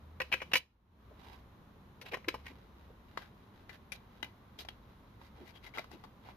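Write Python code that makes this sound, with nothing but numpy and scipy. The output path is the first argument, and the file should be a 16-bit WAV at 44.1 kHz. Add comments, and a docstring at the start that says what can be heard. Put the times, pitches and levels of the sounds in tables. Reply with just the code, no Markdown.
"""Batteries pressed into the plastic case of a hand-held remote controller, close by in a small tiled room.
Some scrape in before they snap home: clusters of chattering contacts ring the case's resonances.
Slides and rustles are swells of tiny slips, low thumps filtered noise; the cover is laid on, slid and clicked shut.
A low hum and shaped room noise lie underneath; the recorder's gain control ducks everything after loud snaps."""
import sys
import numpy as np
from scipy import signal
from scipy.fft import rfft, irfft
from scipy.io import wavfile
from scipy.ndimage import uniform_filter1d

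SR = 44100
rng = np.random.default_rng(int(sys.argv[2]) if len(sys.argv) > 2 else 0)


def inscribe(sig):
    """Save sig as 16-bit PCM at rate SR to the path in sys.argv[1].

    A 1-D sig is mono; a 2-D sig holds one channel per row.
    Samples are clipped to [-1, 1] before scaling.
    """
    pcm = np.round(np.clip(np.atleast_2d(sig).T, -1, 1) * 32767)
    wavfile.write(sys.argv[1], SR, pcm.astype(np.int16))


N = 280781  # samples
TAPS = 4096  # response length, samples
HZ = np.fft.rfftfreq(TAPS, 1 / SR)
SIDES = np.array([[.5], [-.5]])  # shares of a left-right dB difference


def gain_of(db):
    """Decibels to amplitude."""
    return 10 ** (np.asarray(db) / 20)


def evened(x):
    """Scales to rms 1 over all channels."""
    return x / np.sqrt(np.mean(x ** 2) + 1e-20)


def read(points, hz):
    """Interpolates a table on a log-frequency axis."""
    point_hz, value = np.transpose(points)
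    return np.interp(np.log(hz + 1), np.log(point_hz + 1), value)


def add(mix, start_s, sound):
    """Mixes a stereo sound in, cut to fit."""
    part = mix[:, max(round(start_s * SR), 0):][:, :sound.shape[1]]
    part += sound[:, :part.shape[1]]


def partly_alike(a, b, same):
    """Left and right signals with correlation same, from independent a and b."""
    same = np.clip(same, -1, 1)
    return np.array([a, same * a + np.sqrt(1 - same ** 2) * b])


def port_noise(count, same):
    """White noise at two microphones, partly alike."""
    a, b = rng.standard_normal((2, count))
    return partly_alike(a, b, same)


def wander(turns_per_s):
    """Slow random curve: unit normal points joined by lines."""
    return np.interp(np.arange(N) / SR * turns_per_s, np.arange(TAPS), rng.standard_normal(TAPS))


def trailing_mean(x, length_s):
    """Mean over the last length_s seconds."""
    count = max(int(length_s * SR), 1)
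    return signal.fftconvolve(x, np.ones(count) / count)[:N]


def peak(centre_hz, width_hz):
    """Power bell of one resonance, height 1."""
    return 1 / (1 + (2 * (HZ - centre_hz) / width_hz) ** 2)


def response(broad, modes):
    """Gain in dB of a plastic part: resonances on its broad response."""
    return read(broad, HZ) + sum(db * peak(hz, width_hz) for hz, width_hz, db in modes)


def ringing(gain_db, lean_db):
    """Causal (minimum-phase) left and right impulse responses with the given gains."""
    log_gain = np.log(gain_of(gain_db + SIDES * lean_db))
    circle = np.concatenate([log_gain, log_gain[:, -2:0:-1]], 1)
    return np.fft.ifft(np.exp(np.conj(signal.hilbert(circle)))).real


# Centres of thud, knock, clack and tick bands: [Hz]
BAND_HZ = [450, 1150, 2400, 5000]


def band_colour(thud_db, knock_db, clack_db, tick_db):
    """Colour in dB from the four band levels."""
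    return read(list(zip(BAND_HZ, (thud_db, knock_db, clack_db, tick_db))), HZ)


def fine_modes(size_db, spacing_hz, half_hz):
    """Dense upper modes: random dB per side, reaching half size at half_hz."""
    heights = rng.uniform(-1.2, 1, (2, TAPS))
    ripple = np.array([np.interp(HZ / spacing_hz, np.arange(TAPS), side) for side in heights])
    return size_db * HZ / (HZ + half_hz) * ripple


def contact(chatter_s, chatter_db, same, grip, smooth_bins=45):
    """Force of a sharp blow plus chatter of tiny slips that builds and dies; broad bands equalised."""
    t = np.arange(TAPS // 2) / SR / max(chatter_s, 1e-4)
    envelope = np.exp(-t) * (1 - np.exp(-t / max(grip, .01)))
    slips = port_noise(len(t), same) * envelope
    force = gain_of(chatter_db) * slips / np.linalg.norm(slips, axis=1, keepdims=True)
    force[:, 0] += min(0.0019 / max(chatter_s, 1e-4), 2)  # longer chatter, weaker blow
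    spectrum = rfft(force, TAPS)
    broad_power = uniform_filter1d(abs(spectrum) ** 2, smooth_bins, axis=1)
    return irfft(spectrum / np.sqrt(broad_power))[:, :len(t)]


def rattle(rattle_s, *touch):
    """Force of a snap: a contact and three ever quicker rebounds, fading by e per rattle_s."""
    first_gap_s, gap_shrink = .005, .85
    force, start_s = np.zeros((2, 2 * TAPS)), 0
    for k in range(4):
        add(force, start_s, np.exp(-start_s / max(rattle_s, 1e-4)) * contact(*touch))
        start_s += first_gap_s * gap_shrink ** k
    return force


# Colour of the settling grit against the part's response: [Hz, dB]
GRIT_COLOUR = [(600, -3.5), (2400, 1), (4200, 3), (11000, 0.5)]


def clicks(rows, body_db, lean, ring_db, ring_width_hz, chatter_s, chatter_db, same, grip,
           settle_db, settle_s, lag_samples=3):
    """Each snap rings the part, one resonance favoured; faint decaying grit is laid beneath it."""
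    knock_share = 0.78  # of the extra thud
    out = np.zeros((2, N))
    t = np.arange(2 * TAPS) / SR
    for start_s, level_db, rattle_s, ring_hz, thud_db, tick_db, pan_db in rows:
        colour_db = band_colour(thud_db, knock_share * thud_db, 0, tick_db)
        colour_db = colour_db + ring_db * peak(ring_hz, ring_width_hz)
        fine_db = fine_modes(size_db=7, spacing_hz=160, half_hz=1000)
        ring = ringing(body_db + colour_db + fine_db, read(lean, HZ) + pan_db)
        snap = signal.fftconvolve(rattle(rattle_s, chatter_s, chatter_db, same, grip), ring, axes=1)

        grit = port_noise(len(t), same=.25) * np.exp(-t / max(settle_s, 1e-3))
        grit_ring = ringing(body_db + fine_db + read(GRIT_COLOUR, HZ), 0)
        grit = signal.fftconvolve(grit, grit_ring, axes=1)

        sound = evened(snap) + gain_of(settle_db) * evened(grit)
        sound[1] = np.roll(sound[1], lag_samples)  # right microphone lags
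        spread = np.sqrt(.01 * SR / sound.shape[1])  # level_db: energy as rms over 10 ms
        add(out, start_s, gain_of(level_db) * spread * evened(sound))
    return out


# Room noise spectrum before scaling: [Hz, dB per Hz]
BACKGROUND = [(12, -29.5), (25, -13), (45, -6), (66, -6), (85, -5), (106, -4), (150, -9.5), (200, -6),
              (300, -14), (500, -18), (700, -20.5), (1030, -17), (1600, -25.5), (2700, -32.5), (4000, -33),
              (4600, -40.5), (6500, -44), (8200, -55), (10500, -45.5), (14000, -42.5)]
# Left-right likeness of the room noise: [Hz, correlation]
BACKGROUND_SAME = [(100, 0.96), (300, 0.92), (1000, 0.23), (3000, 0.081), (12000, 0.24)]


def background(level_db):
    """Steady room rumble and faint hiss: shaped noise, nearly mono in the bass."""
    hz = np.fft.rfftfreq(N, 1 / SR)
    a, b = rfft(rng.standard_normal((2, N)))
    spectrum = partly_alike(a, b, read(BACKGROUND_SAME, hz)) * gain_of(read(BACKGROUND, hz))
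    return gain_of(level_db) * evened(irfft(spectrum, N))


# Mean rms level of the low hum: [time_s, level_db]
HUM_LEVEL = [(0, -54), (.5, -62), (1.25, -59), (2.0, -75.5), (2.4, -61.5), (3.6, -69), (4.6, -63.5),
             (6.37, -68)]


def hum(pitch_hz, drift_hz, drifts_per_s, waver, wavers_per_s):
    """One low sine that drifts in pitch and wavers in strength."""
    cycles = np.cumsum(pitch_hz + drift_hz * wander(drifts_per_s)) / SR
    tone = np.sqrt(2) * np.sin(2 * np.pi * cycles)
    level_db = np.interp(np.arange(N) / SR, *np.transpose(HUM_LEVEL))
    return tone * gain_of(level_db) * (1 + waver * wander(wavers_per_s))


# Broad response of the loaded case: [Hz, dB]
CASE = [(60, -17.5), (170, -13.5), (350, -12), (720, -10), (1300, -9), (2500, -0.5), (3500, -7.5),
        (6200, -15.5), (8200, -27.5), (10500, -21), (14000, -23.5)]
# Case resonances above it: [Hz, width_hz, dB]
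CASE_MODES = [(515, 91, 10), (1040, 110, 7.5), (1480, 88, 1.5), (1906, 110, 5.5), (2264, 150, 4.5),
              (2470, 120, 3.5), (2952, 180, 5.5), (3986, 91, 8.5), (5160, 150, 2.5)]
# Case lean to the left: [Hz, left-right dB]
CASE_LEAN = [(300, -3), (700, -4), (1100, 4.5), (1600, 9), (2300, -2), (3200, -6), (5500, 5.5),
             (8000, -9.5), (12000, -3)]
# Batteries snap against spring or seat:
# [start_s, level_db, rattle_s, ring_hz, extra thud_db, extra tick_db, left-right pan_db]
BATTERY_SNAPS = [(0.2015, -31.5, .001, 1930, 8.5, -6, 3), (0.2155, -34.5, 0.0012, 2510, 4.5, -3, 2),
                 (0.3245, -24.5, 0.012, 2560, -7.5, -9.5, 3), (0.3385, -31, 0.0015, 1670, 10, 0, 4.5),
                 (0.4025, -46.5, 0.0043, 2080, -2, -16, 3), (0.417, -37.5, .007, 2290, 11, -6, 3),
                 (0.5338, -22.5, 0.0077, 2745, 2, 1, 3), (0.5545, -22.5, 0.004, 2226, -2, -1, 4),
                 (0.5662, -29, .012, 3300, -6, 5, -2.5), (2.0135, -47.5, .012, 2070, 3.5, 5, 5.5),
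                 (2.0615, -50.5, 0.006, 2560, 12, 0, 0), (2.1345, -38.5, 0.0021, 2070, 8, -7, 5),
                 (2.1415, -34.5, 0.0056, 1900, 7.5, -4, 2.5), (2.17, -47, .001, 2090, 28.5, 7, -1),
                 (2.2435, -52, .003, 2070, 9, -7, 4), (2.2838, -29.5, 0.0017, 2410, 1.5, 1.5, 2),
                 (2.3412, -37.5, 0.0091, 930, 23.5, 5, 2.5), (2.4645, -46.5, .003, 1820, -1, -2, 1)]


def battery_snaps():
    """Battery contacts chatter and rebound, ringing the loaded case."""
    return clicks(BATTERY_SNAPS, response(CASE, CASE_MODES), CASE_LEAN, ring_db=7, ring_width_hz=300,
                  chatter_s=.003, chatter_db=10, same=.82, grip=1.0, settle_db=-20, settle_s=0.054)


# Broad response of the loose cover: [Hz, dB]
COVER = [(60, -32), (250, 0), (550, 2.5), (1200, -1.5), (2800, -5.5), (4200, -8.5), (6300, -18.5),
         (8200, -29), (11000, -23.5), (14000, -20)]
# Cover resonances above it: [Hz, width_hz, dB]
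COVER_MODES = [(853, 270, 5.8), (1570, 110, 4.6), (2005, 120, 8), (2347, 110, 3.5), (2870, 120, 4.3),
               (3300, 90, 5.5), (3840, 120, 8), (4900, 130, 4), (11090, 200, 6.3)]


def cover_response():
    """Gain in dB of the loose cover."""
    return response(COVER, COVER_MODES)


# Slides on the case, and one long faint rustle at 1.285 s; each lasts 2 * length_s with its fades:
# [middle_s, length_s, level_db, ring_hz, tick_db before bright_db, left-right pan_db]
SLIDES = [(0.323, 0.011, -39.5, 2700, -2, 4), (0.52, 0.0094, -42.5, 2690, -3, 1),
          (1.285, 0.19, -58.5, 960, 4, -5.5), (2.076, 0.043, -53, 2657, 3.5, -1),
          (2.126, 0.021, -47, 2450, 0, 1.5), (2.483, 0.059, -55, 2200, 3, -2),
          (3.225, .09, -59, 1614, 3, 3), (3.699, 0.0078, -54, 1810, -12, 2),
          (3.733, 0.066, -58.5, 1730, 4.5, -1), (3.944, .04, -57, 2450, 12, -4),
          (4.612, 0.042, -51, 3980, 12, 0), (5.25, 0.074, -67, 2120, 12, -4),
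          (5.416, 0.13, -64.5, 800, 2, -4), (5.489, .055, -58.5, 2190, 8.5, 8),
          (5.563, 0.039, -58, 3280, 3, 5), (5.662, .052, -52.5, 2100, 5.5, 7),
          (5.758, 0.027, -49, 3080, 1, 5), (5.935, 0.045, -60, 2660, 8, 9),
          (6.284, 0.082, -58.5, 870, 0.5, -2)]


def rubs(slips_per_s, grain_db, bright_db, ring_db, ring_width_hz, catch_db, catch_s):
    """A swell of tiny slips of uneven strength rings the plastic, favouring one resonance."""
    body_db = cover_response()
    out = np.zeros((2, N))
    t = np.arange(SR) / SR
    for middle_s, length_s, level_db, ring_hz, tick_db, pan_db in SLIDES:
        count = min(int(2 * length_s * SR), SR)
        slipping = rng.random(SR) < slips_per_s / SR
        size = np.minimum(rng.exponential(1, SR), 3)
        catches = np.interp(t / catch_s, np.arange(TAPS), rng.uniform(-1, 1, TAPS))
        slips = port_noise(SR, same=0.17) * slipping * gain_of(grain_db * size + catch_db * catches)
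        stroke = slips[:, :count] * np.sin(np.linspace(0, np.pi, count)) ** 3
        colour_db = band_colour(-5, -4, 0, tick_db + bright_db) + ring_db * peak(ring_hz, ring_width_hz)
        sound = signal.fftconvolve(stroke, ringing(body_db + colour_db, pan_db), axes=1)
        spread = np.sqrt(length_s * SR / sound.shape[1])  # level_db: energy as rms over length_s
        add(out, middle_s - length_s, gain_of(level_db) * spread * evened(sound))
    return out


# Low thumps of the hollow case, some under a snap, level summed over both sides:
# [middle_s, length_s, pitch_hz, level_db]
THUMPS = [(1.119, 0.039, 516, -58), (2.036, 0.075, 467, -60), (2.139, 0.047, 452, -44.5),
          (2.286, .018, 352, -33.5), (2.512, 0.032, 237, -53.5), (2.906, 0.024, 500, -56.5),
          (5.418, 0.095, 242, -54), (5.947, .06, 227, -51.5)]


def thumps(width_hz, top_hz):
    """Each thump is mostly one low resonance of the hollow case: a swell of noise through one bell."""
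    out = np.zeros((2, N))
    for middle_s, length_s, pitch_hz, level_db in THUMPS:
        colour = np.sqrt(peak(pitch_hz, width_hz)) * np.minimum(HZ / pitch_hz, 1) ** 2
        colour = colour / (1 + (HZ / top_hz) ** 4)
        thud = irfft(rfft(port_noise(TAPS, same=0.81)) * colour)[:, :int(length_s * SR)]
        swell = np.sin(np.linspace(0, np.pi, thud.shape[1]))
        add(out, middle_s - length_s / 2, gain_of(level_db) * evened(thud * swell) / np.sqrt(2))
    return out


def fingers(from_s, level_db, slips_per_s, grain_db, swell_db, shifts_per_s):
    """The grip keeps shifting while the case is turned: faint random slips in swells."""
    slipping = (rng.random(N) < slips_per_s / SR) & (np.arange(N) > from_s * SR)
    size = np.minimum(rng.exponential(1, N), 4)
    swell = np.clip(wander(shifts_per_s), -1, 1) * swell_db
    slips = port_noise(N, same=0.17) * slipping * gain_of(grain_db * size + swell)
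    rubbing = signal.oaconvolve(slips, ringing(cover_response(), 0), axes=1)[:, :N]
    return gain_of(level_db) * evened(rubbing)


# Cover lean to the left: [Hz, left-right dB]
COVER_LEAN = [(300, -11), (800, -8.5), (1300, 0.5), (2300, 2.5), (3300, -4), (5200, 11), (9000, 11),
              (13000, -1)]
# Shell clicks as the case is turned and the cover shut:
# [start_s, level_db, rattle_s, ring_hz, extra thud_db, extra tick_db, left-right pan_db]
SHELL_SNAPS = [(3.174, -35.5, 0.00072, 1160, -3.5, -8, 7), (3.6935, -47.5, 0.0089, 1830, -7, -4, 12),
               (3.92, -39, 0.0095, 2410, -10, 3, 7.5), (4.228, -35.5, 0.0016, 2910, -3, -4.5, 8.5),
               (4.2445, -48, .002, 2440, -7, 2.5, -5), (4.589, -45, 0.0092, 3120, -7, 6, 5),
               (4.6494, -52, 0.0036, 844, -5, 0, 8), (4.6865, -42, 0.0011, 3170, -4.5, -1.5, 6),
               (5.2145, -55, .001, 990, -1.5, -9.5, 2), (5.7385, -50.5, 0.0075, 2270, 3, -5, 13),
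               (5.7738, -39.5, 0.011, 1280, 3.5, -1, 9), (5.7835, -36.5, 0.0014, 2030, -7.5, -2, 0),
               (5.7922, -39.5, .002, 660, -4, -5.5, 12.5), (5.8425, -52, 0.0026, 1160, 3, 4, 0),
               (5.9145, -52.5, 0.0023, 1976, 18, 14, 7.5), (6.0385, -48, 0.015, 1060, 4.5, 1, 7),
               (6.2875, -50, .003, 1030, 8, -5, 7)]


def shell_snaps():
    """Shell contacts chatter and rebound, ringing the loose cover."""
    return clicks(SHELL_SNAPS, cover_response(), COVER_LEAN, ring_db=13.5, ring_width_hz=450,
                  chatter_s=0.0026, chatter_db=4, same=0.27, grip=0.32, settle_db=-14.5, settle_s=0.036)


# Modes of a battery spring that twangs once as the case is turned: [Hz, starting peak dB, t60_s]
SPRING = [(2462, -47, 0.034), (5700, -56, 0.042), (10900, -46.5, 0.03), (11100, -53, 0.051)]


def spring(start_s, lean_db):
    """Thin steel wire rings on after a slip: decaying sines."""
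    t = np.arange(TAPS) / SR
    ring = sum(gain_of(db - 60 * t / t60_s) * np.sin(2 * np.pi * hz * t) for hz, db, t60_s in SPRING)
    out = np.zeros((2, N))
    add(out, start_s, ring * gain_of(SIDES * lean_db))
    return out


# Reverberation time: [Hz, t60_s]
ROOM_T60 = [(200, .3), (700, 0.16), (2500, 0.17), (5000, 0.07), (13000, 0.083)]
# How much of each band the room throws back: [Hz, dB]
ROOM_DB = [(200, -19), (1000, -17.5), (2500, -18), (4500, -10), (12000, -10.5)]


def room(x, echo_s, echo_db, onset_s, mono_hz):
    """One early echo off the tiles and a short tail of sparse reflections, alike on both sides in the bass."""
    count = SR // 2
    taps = rng.choice([-1., 1.], (2, count)) * (rng.random((2, count)) < 1 / 5)
    taps *= np.clip(np.arange(count) / SR / onset_s - .5, 0, 1)
    hz, t, z = signal.stft(taps, SR, nperseg=256)
    z = partly_alike(z[0], z[1], np.exp(-hz / mono_hz)[:, None])
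    z *= gain_of(-60 * t / read(ROOM_T60, hz)[:, None])
    norm = np.linalg.norm(signal.istft(z[0], SR, nperseg=256)[1])
    tail = signal.istft(z * gain_of(read(ROOM_DB, hz))[:, None], SR, nperseg=256)[1] / norm
    tail[:, int(echo_s * SR)] += gain_of(echo_db)
    return signal.fftconvolve(x, tail, axes=1)[:, :N]


def gain_control(x, depth_db, attack_s, hold_s, recover_s):
    """Sound over the threshold turns the gain down; it stays down a moment, then comes back."""
    window_s, threshold_db = .06, -29
    t = np.arange(N) / SR
    power = abs(trailing_mean((x ** 2).mean(0), window_s))
    level_db = 10 * np.log10(power + 1e-12)
    over = np.clip(level_db - threshold_db, 0, 1)
    wait_s = np.maximum.accumulate(over * (hold_s + recover_s) + t) - t  # time left until full gain
    duck = trailing_mean(np.minimum(wait_s / recover_s, 1), attack_s)
    return x * gain_of(-depth_db * duck)


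def scene():
    """Batteries, hands and cover in the room, over rumble and hum."""
    handling = battery_snaps() + shell_snaps() + thumps(width_hz=152, top_hz=1270)
    handling += rubs(slips_per_s=7000, grain_db=2, bright_db=-3.5, ring_db=9.0, ring_width_hz=350,
                     catch_db=5.0, catch_s=.0049)
    handling += fingers(from_s=2.2, level_db=-74.5, slips_per_s=970, grain_db=2.5, swell_db=7.5,
                        shifts_per_s=12)
    handling += spring(start_s=3.92, lean_db=5)
    reflections = room(handling, echo_s=.0168, echo_db=-26, onset_s=0.003, mono_hz=1200)
    low_tone = hum(pitch_hz=67.3, drift_hz=11, drifts_per_s=11, waver=.25, wavers_per_s=9.7)
    return handling + reflections + background(level_db=-58.5) + low_tone


def record(dry):
    """The recorder's gain control, then its low-pass band limit."""
    edge_hz = 14800
    ducked = gain_control(dry, depth_db=15.5, attack_s=0.12, hold_s=0.18, recover_s=0.22)
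    low_pass = signal.firwin(255, edge_hz, window=("kaiser", 8), fs=SR)
    return signal.oaconvolve(ducked, low_pass[None], "same", axes=1)


dry = scene()
out = record(dry)
inscribe(out)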